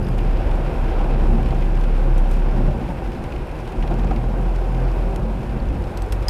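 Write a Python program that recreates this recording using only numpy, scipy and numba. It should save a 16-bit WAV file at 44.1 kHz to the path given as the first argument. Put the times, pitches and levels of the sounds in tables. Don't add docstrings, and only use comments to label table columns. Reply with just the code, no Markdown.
import sys
import numpy as np
from scipy import signal
from scipy.fft import rfft, irfft, next_fast_len
from scipy.io import wavfile
from scipy.ndimage import uniform_filter1d
from numba import njit

SR = 44100
rng = np.random.default_rng(int(sys.argv[2]) if len(sys.argv) > 2 else 0)


def volts_from_db(level):
    exponent = np.asarray(level, float) / 20
    return 10 ** exponent


def store_wav(level_fs):
    pcm = np.round(np.clip(np.atleast_2d(level_fs), -1, 1) * 32767)
    wavfile.write(sys.argv[1], SR, pcm.T.astype(np.int16))


N = 277389
T = np.arange(N) / SR
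HZ = np.fft.rfftfreq(next_fast_len(N), 1 / SR)


def curves(table):
    s, *columns = np.transpose(table)
    return [np.interp(T, s, c) for c in columns]


def unit(x):
    return x / np.sqrt(np.mean(x ** 2))


def walk(rate):
    k = int(SR / rate)
    held = np.repeat(rng.standard_normal(N // 64), k)[:N]
    return 1.413 * uniform_filter1d(uniform_filter1d(held, k), k)


def humps(s, size, length):
    return sum(a * np.exp(-((T - t) / w) ** 2) for t, a, w in zip(s, size, length + 0 * s))


def lift(hz, resonances):
    return sum(db / (1 + (2 * (hz - f) / width) ** 2) for f, width, db in resonances)


# f/Hz, width/Hz, lift/dB
CABIN = [(62.6, 19, 7.5), (125, 14, 4.5), (178, 4.4, 0), (218, 2.4, 3.5), (354.6, 47, 7.5), (515, 103, 5),
         (770, 26, 6.5), (955, 125, 3), (2540, 420, 2.5)]


def colour(points):
    hz, db = np.transpose(points)
    source_db = np.interp(np.log(HZ + 1), np.log(hz), db, left=-120, right=-120)
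    return volts_from_db(source_db + lift(HZ, CABIN))


def restless(source, points, slow_db, flicker_db, rate):
    spectrum = rfft(source, 2 * len(HZ) - 2) * colour(points)
    swell = walk(rate)
    octave = np.log2(HZ + 1)
    lowest, highest = np.log2(points[0][0]), np.log2(points[-1][0])
    out = 0
    for centre in np.arange(lowest, highest + .5, .5):
        window = np.cos(np.pi * np.clip(octave - centre, -.5, .5)) ** 2
        band = irfft(spectrum * window)[:N]
        out = out + band * volts_from_db(slow_db * swell + flicker_db * walk(rate * 1.7))
    return unit(out)


@njit
def rings(start, hz, t60, size, n, sr):
    out = np.zeros(n)
    for k in range(len(start)):
        turn = np.exp(2j * np.pi * hz[k] / sr - np.log(1000.) / (t60[k] * sr))
        z = size[k] + 0j
        for i in range(int(start[k] * sr), min(n, int((start[k] + t60[k]) * sr))):
            out[i] += z.imag
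            z *= turn
    return out


def strike(s, hz, db, t60, spread, count, smear_s=0.0019):
    chance = rng.standard_normal((len(s), count, 3))
    f = np.clip(hz[:, None] * 2 ** (spread * chance[..., 0]), 50, .45 * SR)
    start = s[:, None] + smear_s * np.abs(chance[..., 1])
    size = volts_from_db(db[:, None] + 1.1 * chance[..., 2]) / np.sqrt(count)
    t60 = np.repeat(t60 + 0 * s, count)
    return rings(start.ravel(), f.ravel(), t60, size.ravel(), N, 1. * SR)


def burst(s, db, t60, low_hz, high_hz, rise_s=0.00039):
    envelope = np.zeros(N)
    for start, size, length in zip(s, volts_from_db(db), t60 + 0 * s):
        k = np.arange(int(start * SR), min(N, int((start + length) * SR)))
        age = (k - k[0]) / SR
        envelope[k] += size * 1000. ** (-age / length) * np.minimum(age / rise_s, 1)
    band = signal.butter(2, [low_hz, high_hz], "band", fs=SR, output="sos")
    noise = signal.sosfilt(band, envelope * rng.standard_normal(N))
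    return noise * np.sqrt(SR / 2 / (high_hz - low_hz))


def shower(per_s, spread_db, tail_s):
    hits = (rng.random(N) < per_s / SR) * volts_from_db(spread_db * rng.exponential(size=N).clip(0, 3.2))
    tail = np.exp(-np.arange(1024) / (tail_s * SR))
    power = signal.fftconvolve(hits ** 2, tail ** 2)[:N].clip(0)
    return unit(np.sqrt(power) * rng.standard_normal(N))


# t/s, f/Hz, level/dB
BOOM = [(0.0, 40.1, -6.5), (0.17, 36.58, -16), (0.65, 35.36, -18.5), (1.05, 34.4, -18), (1.28, 33.7, -12.5),
        (1.45, 34.48, -17.5), (2.1, 34.01, -14), (2.67, 34.08, -15.5), (2.8, 41.2, -29.5),
        (3.06, 48.1, -21), (3.47, 47.7, -33), (3.7, 37.68, -29), (3.8, 36.02, -16), (4.05, 42.53, -19.5),
        (5.12, 42.66, -18.5), (5.3, 45.34, -21), (5.6, 44.98, -26.5), (6.29, 46.44, -20)]
# t/s, depth/dB, length/s
FALTERS = [(0.05, 17.5, 0.064), (0.723, 16, 0.026), (2.79, 22, 0.017), (2.991, 18, 0.047),
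           (3.167, 27, 0.042), (3.285, 22, 0.055), (3.544, 2, 0.021), (3.67, 3, 0.031), (3.749, 14, 0.023),
           (3.855, 10, .02), (3.95, 4, 0.031), (5.205, 7, 0.038), (5.423, 14, 0.041), (5.777, 8, 0.027),
           (5.911, 21, 0.029), (6.08, 15, .02)]
# multiple, level at full load/dB
OVERTONES = [(2, -36.5), (3, -47), (4, -43), (5, -44.5)]
# f/Hz, width/Hz, lift/dB
EXHAUST = [(225.7, 6.4, 3), (130, 14, 6)]


def engine():
    full_load_db, overtone_follow = -16.5, 0.84
    hz, db = curves(BOOM)
    phase = 2 * np.pi * np.cumsum(hz * (1 + 0.00632 * walk(12))) / SR
    tone = volts_from_db(db - humps(*np.transpose(FALTERS)) + 0.88 * walk(21.9)) * np.sin(phase)
    for k, level_db in OVERTONES:
        level_db = level_db + overtone_follow * (db - full_load_db) + lift(k * hz, EXHAUST)
        tone += volts_from_db(level_db + 1.7 * walk(15)) * np.sin(k * phase + 0.88 * walk(9))
    return np.sqrt(2) * tone


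# t/s, level/dB, length/s, f/Hz
DRONES = [(.2, -33.5, 0.19, 126.5), (1.328, -32, 0.17, 221), (1.7, -39, 0.28, 131.4),
          (2.1, -34.5, 0.16, 133), (3.97, -28, .14, 127), (4.397, -35, 0.23, 127),
          (.84, -31.5, 0.057, 120.4), (1.08, -32.5, .07, 134), (4.08, -32, 0.079, 178),
          (3.95, -33.5, .1, 221.6), (4.8, -28, 0.12, 126.7), (5.05, -34, 0.056, 127.2),
          (5.286, -31.5, 0.096, 220.8), (4.45, -33, 0.061, 178), (6.049, -34, 0.27, 92.8),
          (6.2, -32, 0.074, 122.4), (1.93, -33, .08, 130), (.63, -33, .07, 120), (.72, -35, .06, 150),
          (.38, -35, .06, 125), (4.6, -35, .08, 128), (3.42, -36, .08, 140), (3.57, -36, .06, 150),
          (3.9, -34, .08, 158), (4.12, -33, .05, 150), (5.12, -35, .1, 385), (5.08, -37, .08, 540),
          (5.78, -35, .07, 215), (1.53, -37, .06, 780)]


def drones():
    tones = 0
    for s, db, length, hz in DRONES:
        tones = tones + volts_from_db(db) * np.exp(-((T - s) / length) ** 2) * np.sin(2 * np.pi * hz * T)
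    return np.sqrt(2) * tones


# t/s, level/dB
ROAD = [(0.0, -25), (0.45, -28), (0.6, -27), (1.0, -30), (1.35, -26), (1.63, -27.5), (2.45, -30),
        (2.6, -23.5), (2.85, -27.5), (2.97, -31), (3.62, -34), (3.94, -28.5), (4.13, -23), (4.24, -32),
        (4.6, -30), (4.8, -29), (5.78, -28.5), (6.29, -39)]
# f/Hz, level per Hz/dB
RUMBLE = [(40, -33), (60, -6), (75, -12.5), (95, -6), (130, -3.5), (240, -7), (450, -27.5), (900, -33)]


def tyres():
    depth_db, = curves(ROAD)
    return volts_from_db(depth_db + 0.13) * restless(rng.standard_normal(N), RUMBLE, 0.94, 1.0, 6)


# t/s, lift/dB (negative where the shaking eases)
JOLTS = [(.41, 13), (.84, 13), (1.29, 9.5), (1.53, 5), (2.15, 7), (2.5, 5), (3.08, 3.5), (3.35, 5.5),
         (4.05, 3.5), (4.29, 0), (4.68, -2), (5.07, 7), (5.62, 8), (5.78, 9), (6.0, 3.5), (6.2, 5.5)]
# f/Hz, level per Hz/dB
SHAKE = [(18, -15.5), (30, -0.5), (45, -9), (58, -2), (72, -15), (95, -10.5)]


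def suspension():
    shake_db = -33.5 + humps(*np.transpose(JOLTS), 0.14)
    return volts_from_db(shake_db) * restless(rng.standard_normal(N), SHAKE, 0.52, 0.2, 7.3)


# t/s, lift/dB, length/s
SURGES = [
    (.5, 1.5, 0.22),
    (1.024, 3, 0.13),
    (1.31, 3.5, 0.12),
    (2.063, 1.5, 0.12),
    (2.632, 1, 0.074),
    (3.301, -1, 0.58),
    (3.924, 3, 0.041),
    (4.359, 3, 0.054),
    (4.84, 2, 0.13),
    (5.243, 2.5, 0.24),
]
# f/Hz, level per Hz/dB
WASH = [(150, -20.5), (300, -0.5), (500, -2.5), (800, -3.5), (1050, -9), (1300, -15), (1600, -15),
        (2200, -60)]


def floor_wash():
    (depth_db,), (rain_db,) = curves(ROAD), curves(RAIN)
    wash_db = -32.5 + 0.022 * (depth_db - depth_db.mean()) + 0.49 * (rain_db - rain_db.mean())
    wash_db += humps(*np.transpose(SURGES))
    lumps = rng.standard_normal(N) + 0.37 * shower(150, 4.3, 0.0026)
    return volts_from_db(wash_db) * restless(lumps, WASH, 0.38, 0.22, 9)


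# t/s, peak level/dB, ring f/Hz, panel relative level/dB, panel f/Hz
THUMPS = [(0.169, -19.5, 227, -6, 830), (0.248, -22, 216, -12, 553), (1.002, -24.5, 304, 5, 773),
          (1.521, -16.5, 195, -5, 690), (2.533, -22, 164.4, -4, 550.2), (2.57, -25, 169, -1, 830),
          (2.609, -16, 237.7, -21, 551), (2.677, -14.5, 150, -8.5, 565), (2.819, -18, 185, -36, 770),
          (2.89, -16.5, 184, -15, 714), (3.833, -22.5, 190, -3, 770), (3.91, -10, 148, -14, 748),
          (3.978, -28.5, 237, 2, 793), (4.035, -27, 180, -1, 545), (4.108, -12.5, 265, -7, 748),
          (4.17, -19, 200, -16, 940), (4.235, -12.5, 211, -22, 740.8), (5.558, -17, 178, -22, 726),
          (6.209, -30, 316.8, -5, 647.5)]


def floor_thumps():
    rise_s = 0.0042
    s, db, hz, panel_db, panel_hz = np.transpose(THUMPS)
    panel_db = db + panel_db
    thumps = strike(s, hz, db - 5.0, 0.1, 0.274, count=7, smear_s=rise_s)
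    thumps += strike(s, panel_hz, panel_db - 1.5, 0.083, 0.097, count=7, smear_s=rise_s)
    thumps += burst(s, db - 13.5, 0.084, 137, 530, rise_s)
    return thumps + burst(s, panel_db - 13.5, 0.16, 500, 1200, rise_s)


# t/s, peak level/dB, f/Hz, t60/s, rise/s
KNOCKS = [(6.0204, -38, 8000, .028, .001), (6.021, -43, 8400, .03, .001), (3.2, -22, 180, 0.074, .004),
          (2.714, -20, 186, .05, .003), (2.655, -20, 155, .06, .004), (5.4, -29, 330, 0.13, 0.011),
          (5.38, -34, 510, .15, .01), (6.1245, -25, 1460, 0.024, 0.002), (2.814, -15, 190, .06, .004),
          (2.826, -19, 310, .04, .003), (2.891, -17, 170, .06, .003), (2.46, -21, 370, .05, .004),
          (2.478, -21, 360, .05, .004), (6.1226, -33, 5100, 0.015, .0006), (6.1228, -35, 5300, .014, .0006),
          (6.123, -33, 2650, .02, .001), (5.6, -34, 4480, .018, .002), (6.2832, -4, 5000, 0.011, 0.0018),
          (6.2835, -12, 5300, .011, .0015), (6.2835, -25, 6200, 0.018, .001),
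          (6.283, -28, 3300, 0.018, .001), (6.285, -22, 1840, 0.027, .002), (6.284, -24, 890, .08, .002),
          (6.2835, -30, 6870, .03, .001), (6.284, -33, 8100, .03, .001), (2.6, -14.5, 270, .045, .003),
          (2.889, -22, 726, .05, 0.0018), (3.832, -21, 770, 0.076, .004), (3.906, -19, 340, 0.14, 0.0072),
          (4.046, -20, 350, 0.12, 0.0046), (4.044, -22, 730, 0.036, .001),
          (4.107, -12.5, 770, 0.048, 0.0028), (4.113, -17, 208, 0.073, 0.0047),
          (4.236, -19, 256, 0.045, .003), (3.843, -17, 330, .05, 0.0027), (2.9, -23, 890, 0.081, .004),
          (2.71, -23, 576, 0.065, .004), (4.81, -21, 493, 0.15, .012), (5.7, -21, 280, 0.17, .012)]


def knocks():
    s, db, hz, t60, rise_s = np.array(KNOCKS, float).T.copy()
    faster_t60 = 1 / (1 / t60 + 1 / (np.log(1000) * rise_s))
    return rings(s, hz, t60, volts_from_db(db), N, 1. * SR) - rings(s, hz, faster_t60, volts_from_db(db), N, 1. 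* SR)


# t/s, peak level/dB, middle and treble relative level/dB, t60/s
CLICKS = [(2.1807, -34, 4, -6, .02), (2.1924, -48, 3, -2, .02), (2.2924, -47, 8, -4, .024),
          (2.3117, -41, 2, -3, .03), (5.1598, -22, 3, -14, .012), (5.687, -41, 8, -16, .024),
          (5.8218, -42, 6, -9, .024), (5.8397, -44, 12, -16, .024), (5.973, -26.5, 2, -13, 0.025),
          (6.0198, -26.5, 1, -16, .02), (6.1226, -24, 3, -8, .03), (6.225, -42, 10, -10, .04),
          (6.2828, -14, -4, -16, .03)]


def clicks():
    s, db, mid_db, treble_db, t60 = np.transpose(CLICKS)
    treble_db = db + treble_db
    crack = burst(s, db + mid_db - 11, t60, 1060, 4800)
    crack += burst(s, db - 18, t60, 5050, 6500)
    crack += burst(s, treble_db - 6.5, t60, 8100, 9500)
    crack += burst(s, treble_db - 8.0, t60, 9900, 12300)
    crack += burst(s, treble_db - 17, t60, 12600, 15500)
    snap = burst(s, treble_db - 7, .009, 4000, 13000)
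    tail = burst(s, treble_db - 12, 2.7 * t60, 4000, 13000, .002)
    return crack + snap + tail


# t/s, peak level/dB, f/Hz, t60/s, spread/octaves
PINGS = [
    (6.1232, -38, 11500, 0.028, 0.045),
    (6.1232, -44, 14800, .02, .03),
    (6.0205, -51, 15100, .03, .02),
    (.2, -50, 15300, .03, .015),
    (5.9735, -41, 8300, .02, .05),
    (6.284, -38, 15000, .015, .02),
    (6.284, -31.5, 11200, .02, .04),
]


def pings():
    s, db, hz, t60, spread = np.transpose(PINGS)
    return strike(s, hz, db, t60, spread[:, None], count=5, smear_s=.0006)


# t/s, peak level/dB
BUZZ = [
    (.027, -46),
    (0.046, -44),
    (.067, -48),
    (.088, -44),
    (.111, -48),
    (.205, -50),
]


def buzz():
    s, db = np.transpose(BUZZ)
    body = strike(s, 5000 + 0 * s, db, 0.025, .04, count=4)
    return body + strike(s, 11000 + 0 * s, db - 5.5, .03, .09, count=8, smear_s=0.0026)


# t/s, peak level/dB, treble relative level/dB
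DROPS = [(0.067, -35, -10), (0.186, -29.5, -12), (0.369, -34, -19.5), (0.5117, -31.5, -11),
         (0.991, -33, -18), (1.1069, -33, -17), (1.4285, -35, -13), (1.4584, -32.5, -19),
         (1.505, -31.5, -20), (1.609, -36, -17), (1.6213, -33, -11), (1.8098, -34, -15),
         (1.8373, -30.5, -20), (2.3385, -37, -15), (3.1173, -35.5, -10), (3.239, -33, -17),
         (3.3206, -30.5, -20), (3.3603, -34, -17), (3.675, -34, -11), (3.7205, -36, -17),
         (3.824, -28.5, -22), (3.8748, -31.5, -14), (3.91, -37, -18), (3.9924, -33, -19), (4.07, -35, -19),
         (4.1103, -37, -20), (4.1604, -33, -13), (4.5585, -34.5, -19), (4.746, -37, -20)]
# t/s, peak level/dB
SPITS = [(0.085, -39), (0.1486, -43), (0.182, -40), (2.7765, -47), (1.1034, -46), (1.4291, -40),
         (1.4874, -45), (1.506, -45), (1.6207, -50), (1.8098, -44), (1.837, -45), (1.941, -58),
         (1.978, -46), (2.179, -37), (2.312, -37), (3.1346, -46), (3.239, -40), (3.3807, -46),
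         (3.4705, -44), (3.676, -43), (3.7211, -40), (3.8112, -45), (3.876, -47), (3.9884, -41),
         (4.1618, -48), (4.4133, -44), (4.5582, -44), (4.837, -45), (1.5469, -45), (6.0627, -43),
         (.2069, -45), (.5082, -48), (.5556, -46), (1.0056, -47), (1.044, -48), (1.4591, -46),
         (1.6081, -47), (1.774, -50), (1.852, -47), (2.144, -46), (2.2682, -47), (2.339, -40), (2.396, -54),
         (2.8903, -47), (3.492, -46), (3.5169, -47), (3.6027, -45), (3.7708, -48), (3.9084, -46),
         (3.9402, -43), (4.432, -46), (4.6743, -47), (4.7237, -47), (4.7462, -45), (4.8194, -46),
         (5.0888, -48), (5.1103, -45), (5.1981, -44), (6.042, -50), (6.0856, -46)]


def glass_drops():
    s, db, treble_db = np.transpose(DROPS)
    drops = burst(s, db - 5.0, 0.042, 1850, 3080, 0.0022)
    drops += burst(s, db - 10.5, 0.026, 2400, 4900, 0.0017)
    drops += burst(s, db + treble_db - 7, 0.019, 5500, 14000, .001)
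    s, db = np.transpose(SPITS)
    drops += burst(s, db - 4.5, 0.012, 3700, 11000)
    when, weakness = rng.random((30, 2)).T
    drops += burst(when * T[-1], -56 - 8 * weakness, 0.019, 1800, 10500)
    when, weakness = rng.random((160, 2)).T
    return drops + burst(when * T[-1], -59 - 8 * weakness, 0.012, 3800, 13000)


# t/s, peak level/dB, ring f/Hz
TAPS = [(.2388, -37, 2370), (.2727, -37, 2060), (.3111, -37, 1870), (.394, -35, 1830), (.4538, -35, 2270),
        (.6433, -35, 2350), (.9022, -37, 2690), (1.0125, -33, 2390), (1.0429, -35, 2420),
        (1.2689, -36, 1930), (1.3318, -35, 1910), (1.3926, -36, 2340), (1.5468, -31, 2500),
        (1.72, -36, 2370), (1.7528, -29, 2300), (1.774, -34, 2800), (1.7967, -37, 2320),
        (1.9998, -37, 2040), (2.144, -36, 2320), (2.3973, -36, 2360), (2.5645, -36, 1500),
        (2.7266, -37, 2240), (2.8902, -35, 1500), (3.2908, -38, 1840), (3.4909, -39, 2430),
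        (3.5866, -38, 2020), (3.9408, -35, 2710), (4.0455, -28, 900), (4.109, -30, 1350),
        (4.2985, -39, 2560), (4.4387, -39, 2480), (4.5599, -38, 5400), (4.7465, -40, 4300),
        (4.8374, -41, 4600), (4.85, -42, 4600), (4.8997, -39, 3600), (4.915, -42, 5000),
        (5.1094, -39, 4300), (5.1441, -38, 2820), (5.974, -38, 4800), (6.1235, -33, 3600),
        (6.124, -36, 6000), (6.1245, -32, 1900)]


def roof():
    s, db, hz = np.transpose(TAPS)
    ring = strike(s, hz, db - 5, 0.019, .15, count=6, smear_s=.0015)
    return ring + burst(s, db - 10.5, .012, 2000, 6000, .001)


# t/s, level/dB
RAIN = [(0.0, -45.5), (0.23, -44.5), (0.42, -43), (0.91, -42.5), (1.78, -45), (1.95, -44), (2.36, -44.5),
        (3.67, -46.5), (3.95, -46), (4.57, -46), (4.99, -44.5), (5.24, -47), (5.64, -47), (5.92, -46),
        (6.27, -46)]
# f/Hz, level per Hz/dB
PATTER = [(700, -11), (1400, 1.5), (1900, -2.5), (2600, -4), (3300, -10), (4200, -16.5), (5500, -19.5),
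          (7000, -55)]
# f/Hz, level per Hz/dB
SPRAY = [(3000, -2), (5000, -0.5), (7500, -2), (10000, -5.5), (11500, -3.5), (13000, -8.5), (15500, -12),
         (17000, -15)]


def rain():
    patter_db, = curves(RAIN)
    spray_db = -59.5 + 0.34 * (patter_db - patter_db.mean())
    drops = shower(260, 3.0, 0.008)
    patter = restless(rng.standard_normal(N) + 0.61 * drops, PATTER, 0.28, 0.32, 10)
    spray = restless(rng.standard_normal(N) + 0.5 * drops, SPRAY, 0.74, 0.23, 24)
    return volts_from_db(patter_db + 1.0) * patter + volts_from_db(spray_db) * spray


def gush():
    peak_s, peak_db, rise_db_s, fall_db_s = 2.318, -50.5, 352, 200
    drop_db = np.where(T < peak_s, rise_db_s * (peak_s - T), fall_db_s * (T - peak_s))
    fizz = restless(shower(900, 2.06, 0.0032), SPRAY, 0.51, 1.25, 20)
    return volts_from_db(peak_db - drop_db) * fizz


# f/Hz, level/dB
TICK = [(14829, -80), (15503, -88)]


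def electronics():
    whine_hz, flip_hz, whine_db = 9525.4, 36.35, -71.7
    flips = np.clip(5 * np.sin(2 * np.pi * flip_hz * T), -1, 1)
    whine = volts_from_db(whine_db) * flips * np.sin(2 * np.pi * whine_hz * T)
    on = uniform_filter1d(1. * (np.abs(T % 1 - .39) < .1), size=400)
    tick = sum(volts_from_db(db) * np.sin(2 * np.pi * hz * T) for hz, db in TICK)
    return np.sqrt(2) * (whine + on * tick)


def scene():
    mix = engine() + drones()
    mix += tyres() + suspension() + floor_wash() + floor_thumps() + knocks()
    mix += clicks() + pings() + buzz()
    mix += glass_drops() + roof() + rain() + gush() + electronics()
    return (mix * np.minimum(T * 500 + .3, 1))[None]


def top_cut(x):
    return signal.sosfilt(signal.butter(12, 15690, fs=SR, output="sos"), x)


def record(dry):
    top = signal.ellip(12, .2, 30, 15650, fs=SR, output="sos")
    return top_cut(signal.sosfilt(top, dry))


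dry = scene()
out = record(dry)
store_wav(out)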